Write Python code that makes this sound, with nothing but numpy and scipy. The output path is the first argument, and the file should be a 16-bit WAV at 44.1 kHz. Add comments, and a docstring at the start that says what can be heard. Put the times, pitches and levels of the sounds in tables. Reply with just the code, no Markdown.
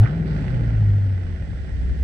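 """Throttle blip inside a parked car

An eight-cylinder engine is heard in the cabin: the throttle is blipped, the revs flare and sink to idle.
A firing tone carries the engine; its uneven cylinders add other orders and a chugging valve clatter.
The cabin's resonances make the orders and the rumble boom.
Filtered noise makes the hiss of the vents, the buffeting at two microphone ports,
and short rasps and an airy rush around the blip."""
import sys
import numpy as np
from scipy import signal
from scipy.fft import rfft, irfft
from scipy.io import wavfile
from scipy.ndimage import uniform_filter1d

SR = 44100
rng = np.random.default_rng(int(sys.argv[2]) if len(sys.argv) > 2 else 0)


def invert_db(x):
    """Field ratio 10**(x/20) for x, a level in decibels (scalar or array-like)."""
    u = np.asarray(x, float) / 20
    return 10 ** u


def wav_record(signal):
    """Record a signal, one row per channel, as 16-bit PCM in the file named by sys.argv[1]."""
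    frames = np.transpose(np.atleast_2d(signal))
    bounded = np.clip(frames, -1, 1)
    # unit amplitude maps onto the largest positive 16-bit level
    quanta = np.round(bounded * 32767).astype(np.int16)
    wavfile.write(sys.argv[1], SR, quanta)


N = 89919
T = np.arange(N) / SR  # time of each sample, in seconds


def evened(x):
    """Scales a sound to rms 1."""
    return x / np.sqrt(np.mean(x ** 2) + 1e-20)


def read(points, hz):
    """Reads a table of (frequency, value) along a logarithmic frequency axis."""
    f, value = np.transpose(points)
    return np.interp(np.log(hz + 1), np.log(f + 1), value)


def curve(table, index):
    """Reads one column of a table whose first column is time, at every sample."""
    rows = np.array(table)
    return np.interp(T, rows[:, 0], rows[:, index])


def slow_drift(fastest_hz):
    """Slow random wandering of about rms 1: a sum of sines, the slower ones stronger."""
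    coarse = np.arange(0, T[-1] + 1, 0.005)
    speeds = np.geomspace(0.8, fastest_hz, num=16)
    drift = sum(np.sin(2 * np.pi * (f * coarse + rng.random())) / np.sqrt(f) for f in speeds)
    return np.interp(T, coarse, evened(drift))


def cabin(hz):
    """Gain of the cabin and exhaust: each resonance lifts a band around its own frequency."""
    # resonances: (centre [Hz], width [Hz], peak gain [dB])
    resonances = [(55.5, 9, 2), (99, 13, -2), (158, 22, -1.5), (208, 25, -8), (280, 24, -10),
                  (372, 10, -11), (420, 16, -20), (468.5, 34, -18), (585, 43, -24.5), (702, 20, -22),
                  (840, 30, -25)]
    floor_db = -19.5  # gain between the resonances, at the low end
    power = sum(invert_db(2 * db) / (1 + (2 * (hz - f) / width) ** 2) for f, width, db in resonances)
    floor = invert_db(2 * floor_db) / (1 + (hz / 300) ** 2)
    return np.sqrt(power + floor)


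def ports(left, other, gain, likeness=1):
    """Colours noise and spreads it over two ports, which differ in level, phase and content by frequency."""
    # how alike the two ports are: (frequency [Hz], likeness [0 to 1])
    alike = [(60, 1), (350, 0.83), (860, 0.5), (1380, 0.64), (1900, 1), (2400, 0.43), (3400, 0.27),
             (5000, 0.23), (12000, .1)]
    # how far the left port is ahead: (frequency [Hz], phase [radians])
    phase_lead = [(0, 1), (344, 0.5), (690, -0.66), (860, 1.64), (1210, 5), (1380, 5), (1550, 4),
                  (1900, 7.5), (2400, 6.5), (2900, 9), (16000, 48.5)]
    # how much louder the left port is: (frequency [Hz], level [dB])
    left_lean = [(60, .5), (200, 3), (330, 1), (660, -2.5), (930, -1), (1310, -7), (1850, -8), (2600, -8),
                 (3100, -5.5), (3700, -7), (4200, -11), (4800, -17), (5700, -14), (6700, -10.5),
                 (7300, -17), (8000, -22), (8800, -14), (9400, -5), (10300, -1.5), (13000, 0)]
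    hz = np.fft.rfftfreq(N, 1 / SR)
    same = likeness * np.clip(read(alike, hz), 0, 1)
    a = rfft(left)
    b = same * a + np.sqrt(1 - same ** 2) * rfft(other)
    b = b * np.exp(-1j * np.interp(hz, *np.transpose(phase_lead)))
    lean = invert_db(read(left_lean, hz) / 2)  # half the difference goes to each side
    return evened(irfft(np.array([a * lean, b / lean]) * gain(hz), N))


def ripple():
    """A fixed, fine random pattern of peaks and dips over frequency, absent in the bass, fading in the treble."""
    depth_db, spacing_hz, fade_hz = 2.5, 25, 4500
    hz = np.fft.rfftfreq(N, 1 / SR)
    bins = max(round(spacing_hz * N / SR), 1)
    bumps = rng.standard_normal(len(hz))
    bumps = evened(uniform_filter1d(uniform_filter1d(bumps, bins), bins))
    fade_in = np.clip(hz / 400 - 1, 0, 1)
    fade_out = 1 / (1 + (hz / fade_hz) ** 2)
    return invert_db(depth_db * bumps * fade_in * fade_out)


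def engine(fine):
    """Firing tone, orders of the uneven cycle, rumble through the cabin, and valve clatter gated by each firing."""
    # revs and main tone: (time [s], firing rate [Hz], tone level before its waver [dB])
    revs = [(0, 100, -7), (.03, 105.7, -7.5), (.052, 115, -12.5), (.07, 125, -30), (.114, 149.7, -24),
            (.165, 166.9, -24), (.21, 163.9, -25), (.36, 145.4, -28), (.45, 133.6, -30), (.5, 128, -25),
            (.62, 117.5, -22.5), (.71, 111.6, -24.5), (.81, 105.6, -18), (.89, 101, -15), (1.0, 99.8, -17),
            (1.12, 96.3, -18), (1.18, 93, -20), (1.22, 90.6, -24.5), (1.35, 83, -25.5), (1.38, 81.1, -34),
            (1.41, 79, -26), (1.49, 72.2, -36), (1.61, 69.4, -29), (1.69, 66.5, -38), (1.73, 65.1, -23),
            (1.76, 64.2, -31), (1.81, 62.6, -20), (1.85, 62.6, -28), (1.9, 62.6, -19), (1.945, 62.6, -28),
            (2.0, 62.6, -19.5), (2.04, 63.9, -19)]
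    # the rest of the engine: (time [s], orders level [dB], rumble level [dB], clatter level [dB])
    load = [(0, -36, -30, -41), (.04, -34, -31, -40), (.07, -33, -30, -39), (.11, -33, -31, -41),
            (.22, -30, -30.5, -45), (.3, -29, -30, -42.5), (.45, -30, -32, -41), (.6, -30, -31, -42),
            (.75, -29, -35.5, -44), (.9, -31, -36.5, -46), (1.05, -36, -38, -48), (1.2, -38, -38, -47),
            (1.34, -37, -39, -48), (1.41, -31, -39, -49), (1.47, -36, -40, -50), (1.54, -33, -41, -50),
            (1.67, -39, -41, -50), (1.8, -33, -39, -51), (1.92, -33, -37, -51), (2.04, -31, -38, -52)]
    # orders beside the firing tone, which is the eighth: (multiple of the engine cycle, relative level [dB])
    order_levels = [(2, -6), (3, 6), (4, 6), (5, -3), (6, 4), (7, -2), (9, 3), (10, 2), (11, 1), (12, 0),
                    (13, -9), (14, -6), (15, -11), (16, -4), (17, -9), (18, -14), (19, -7), (20, -11),
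                    (21, -10), (22, -12), (23, -11), (24, -10)]
    # colour of the rumble before the cabin: (frequency [Hz], relative level per Hz [dB])
    rumble_colour = [(20, -22.5), (40, -9.5), (150, -1), (300, 1.5), (600, -4), (1000, -12.5), (2000, -77)]
    # colour of the valve clatter: (frequency [Hz], relative level [dB])
    clatter_colour = [(200, -23), (500, 2), (780, -5), (845, 2.5), (930, -11), (1050, -6), (1150, -9),
                      (1260, -11), (1370, -2.5), (1480, -1.5), (1620, -6), (1750, -8.5), (1850, -9.5),
                      (2020, -6.5), (2170, -12.5), (3000, -16.5), (4000, -25), (6000, -37), (7000, -51),
                      (10000, -83)]
    # clatter of each cylinder in firing order: relative level [dB]
    cylinder_levels = [2, -2, -17, -1, -9, 3.5, -17, -5.5]
    tone_waver_db, order_waver_db, waver_hz = 1.2, 1.5, 9
    left_over_right_db = 0.35
    tick_share, tick_decay = 0.42, 0.27  # the decay is in firings

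    cylinders = len(cylinder_levels)
    hz = curve(revs, index=1)
    firings = np.cumsum(hz) / SR  # running count of firings
    tone_db = curve(revs, index=2) + tone_waver_db * slow_drift(waver_hz)
    tone = np.sqrt(2) * invert_db(tone_db) * np.cos(2 * np.pi * firings)

    orders = np.zeros(N)
    for k, db in order_levels:
        level = invert_db(db + order_waver_db * slow_drift(waver_hz)) * cabin(hz * k / cylinders)
        orders += level * np.cos(2 * np.pi * (firings * k / cylinders + rng.random()))
    hum = tone + invert_db(curve(load, index=1)) * orders
    hum = hum * invert_db(left_over_right_db / 2 * np.array([[1], [-1]]))

    a, b, c, d = rng.standard_normal((4, N))
    rumble = ports(a, b, lambda f: fine * cabin(f) * invert_db(read(rumble_colour, f)))
    rumble = invert_db(curve(load, index=2)) * rumble

    # every firing starts a tick that dies away before the next
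    tick_level = invert_db(cylinder_levels)[firings.astype(int) % cylinders]
    ticks = tick_level * np.exp(-(firings % 1) / tick_decay)
    gate = 1 - tick_share + tick_share * evened(ticks)
    clatter = ports(c * gate, d * gate, lambda f: fine * invert_db(read(clatter_colour, f)))
    clatter = invert_db(curve(load, index=3)) * clatter
    return hum + rumble + clatter


def vents(fine):
    """Air noise: the blower's hiss, and lumpy low buffeting made separately for each port."""
    # colour of the hiss: (frequency [Hz], relative level [dB])
    hiss_colour = [(300, 2.5), (700, -9.5), (1000, -7), (1200, -13), (1420, -14.5), (1620, 4), (2020, 3.5),
                   (2200, -7), (3200, -5), (4150, -13.5), (6150, -16.5), (6600, -24), (7300, -22),
                   (7900, -23), (8250, -19), (8500, -23), (8900, -25), (10000, -29), (11500, -35),
                   (13000, -47.5), (15700, -67)]
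    # rise and fall of the hiss: (time [s], level above the base level [dB])
    hiss_course = [(0, 5.5), (.12, 2), (.25, 0), (.38, 5.5), (.6, 3), (1.1, 1), (1.5, 2.1), (2.04, 3.6)]
    # colour of the buffeting: (frequency [Hz], relative level [dB])
    buffet_colour = [(10, -20), (30, -3), (45, 0), (62, -2), (80, -6), (100, -8), (140, -14), (250, -25),
                     (400, -36.5), (1000, -80), (3000, -110)]
    # gusts: (time [s], buffeting level [dB])
    gusts = [(0, -29), (.15, -39.5), (.55, -28.5), (.65, -37), (.85, -28), (1.05, -31.5), (1.3, -33),
             (1.4, -39), (1.5, -28.5), (1.66, -34), (1.75, -29.5), (1.9, -23), (2.04, -34)]
    hiss_base_db = -53.5
    lump_db, fastest_lump_hz = 2, 19

    a, b, c, d = rng.standard_normal((4, N))
    hiss = ports(a, b, lambda f: fine * invert_db(read(hiss_colour, f)))
    hiss = invert_db(hiss_base_db + curve(hiss_course, index=1)) * hiss
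    lumps = invert_db(lump_db * np.array([slow_drift(fastest_lump_hz), slow_drift(fastest_lump_hz)]))
    buffeting = evened(lumps * ports(c, d, lambda f: invert_db(read(buffet_colour, f)), likeness=0))
    return hiss + invert_db(curve(gusts, index=1)) * buffeting


def rasps(fine):
    """Noise bursts in bands: raspy as the throttle snaps open, and an airy rush after it shuts."""
    # bursts: (start [s], level [dB], centre [Hz], time to fall by 60 dB [s])
    bursts = [(0.033, -40, 3000, .04), (.037, -33, 700, .04), (0.056, -28, 1900, 0.03),
              (.062, -26, 1400, 0.035), (0.074, -28, 1650, 0.035), (0.083, -33, 1400, 0.06),
              (.028, -38, 1450, 0.3), (.02, -38, 750, .25), (.265, -55.5, 4120, 0.89)]
    width = 0.65  # of the centre frequency
    rise_s = 0.0015
    out = np.zeros((2, N))
    for start, db, hz, t60 in bursts:
        t = np.maximum(T - start, 0)
        left, other = rng.standard_normal((2, N))
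        band = ports(left, other, lambda f: fine / (1 + (2 * (f - hz) / (width * hz)) ** 2) ** 2)
        shape = np.minimum(t / rise_s, 1) * invert_db(-60 * t / t60)
        out += invert_db(db) * evened(shape * band) * np.sqrt(np.mean(shape ** 2))
    return out


def scene():
    """Everything in the cabin; all noises but the buffeting share one fine pattern over frequency."""
    fine = ripple()
    return engine(fine) + rasps(fine) + vents(fine)


def roll_off(x):
    """The treble ends steeply here."""
    return signal.sosfilt(signal.butter(12, 15750, fs=SR, output="sos"), x)


def record(dry):
    """The microphone rolls off the deep bass and adds faint noise of its own."""
    low_hz, noise_db = 22.4, -88
    bass_cut = signal.butter(1, low_hz, "high", fs=SR, output="sos")
    heard = signal.sosfiltfilt(bass_cut, dry)  # run both ways, so the cut counts twice
    heard = heard + invert_db(noise_db) * rng.standard_normal(N)
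    return roll_off(heard)


dry = scene()
out = record(dry)
wav_record(out)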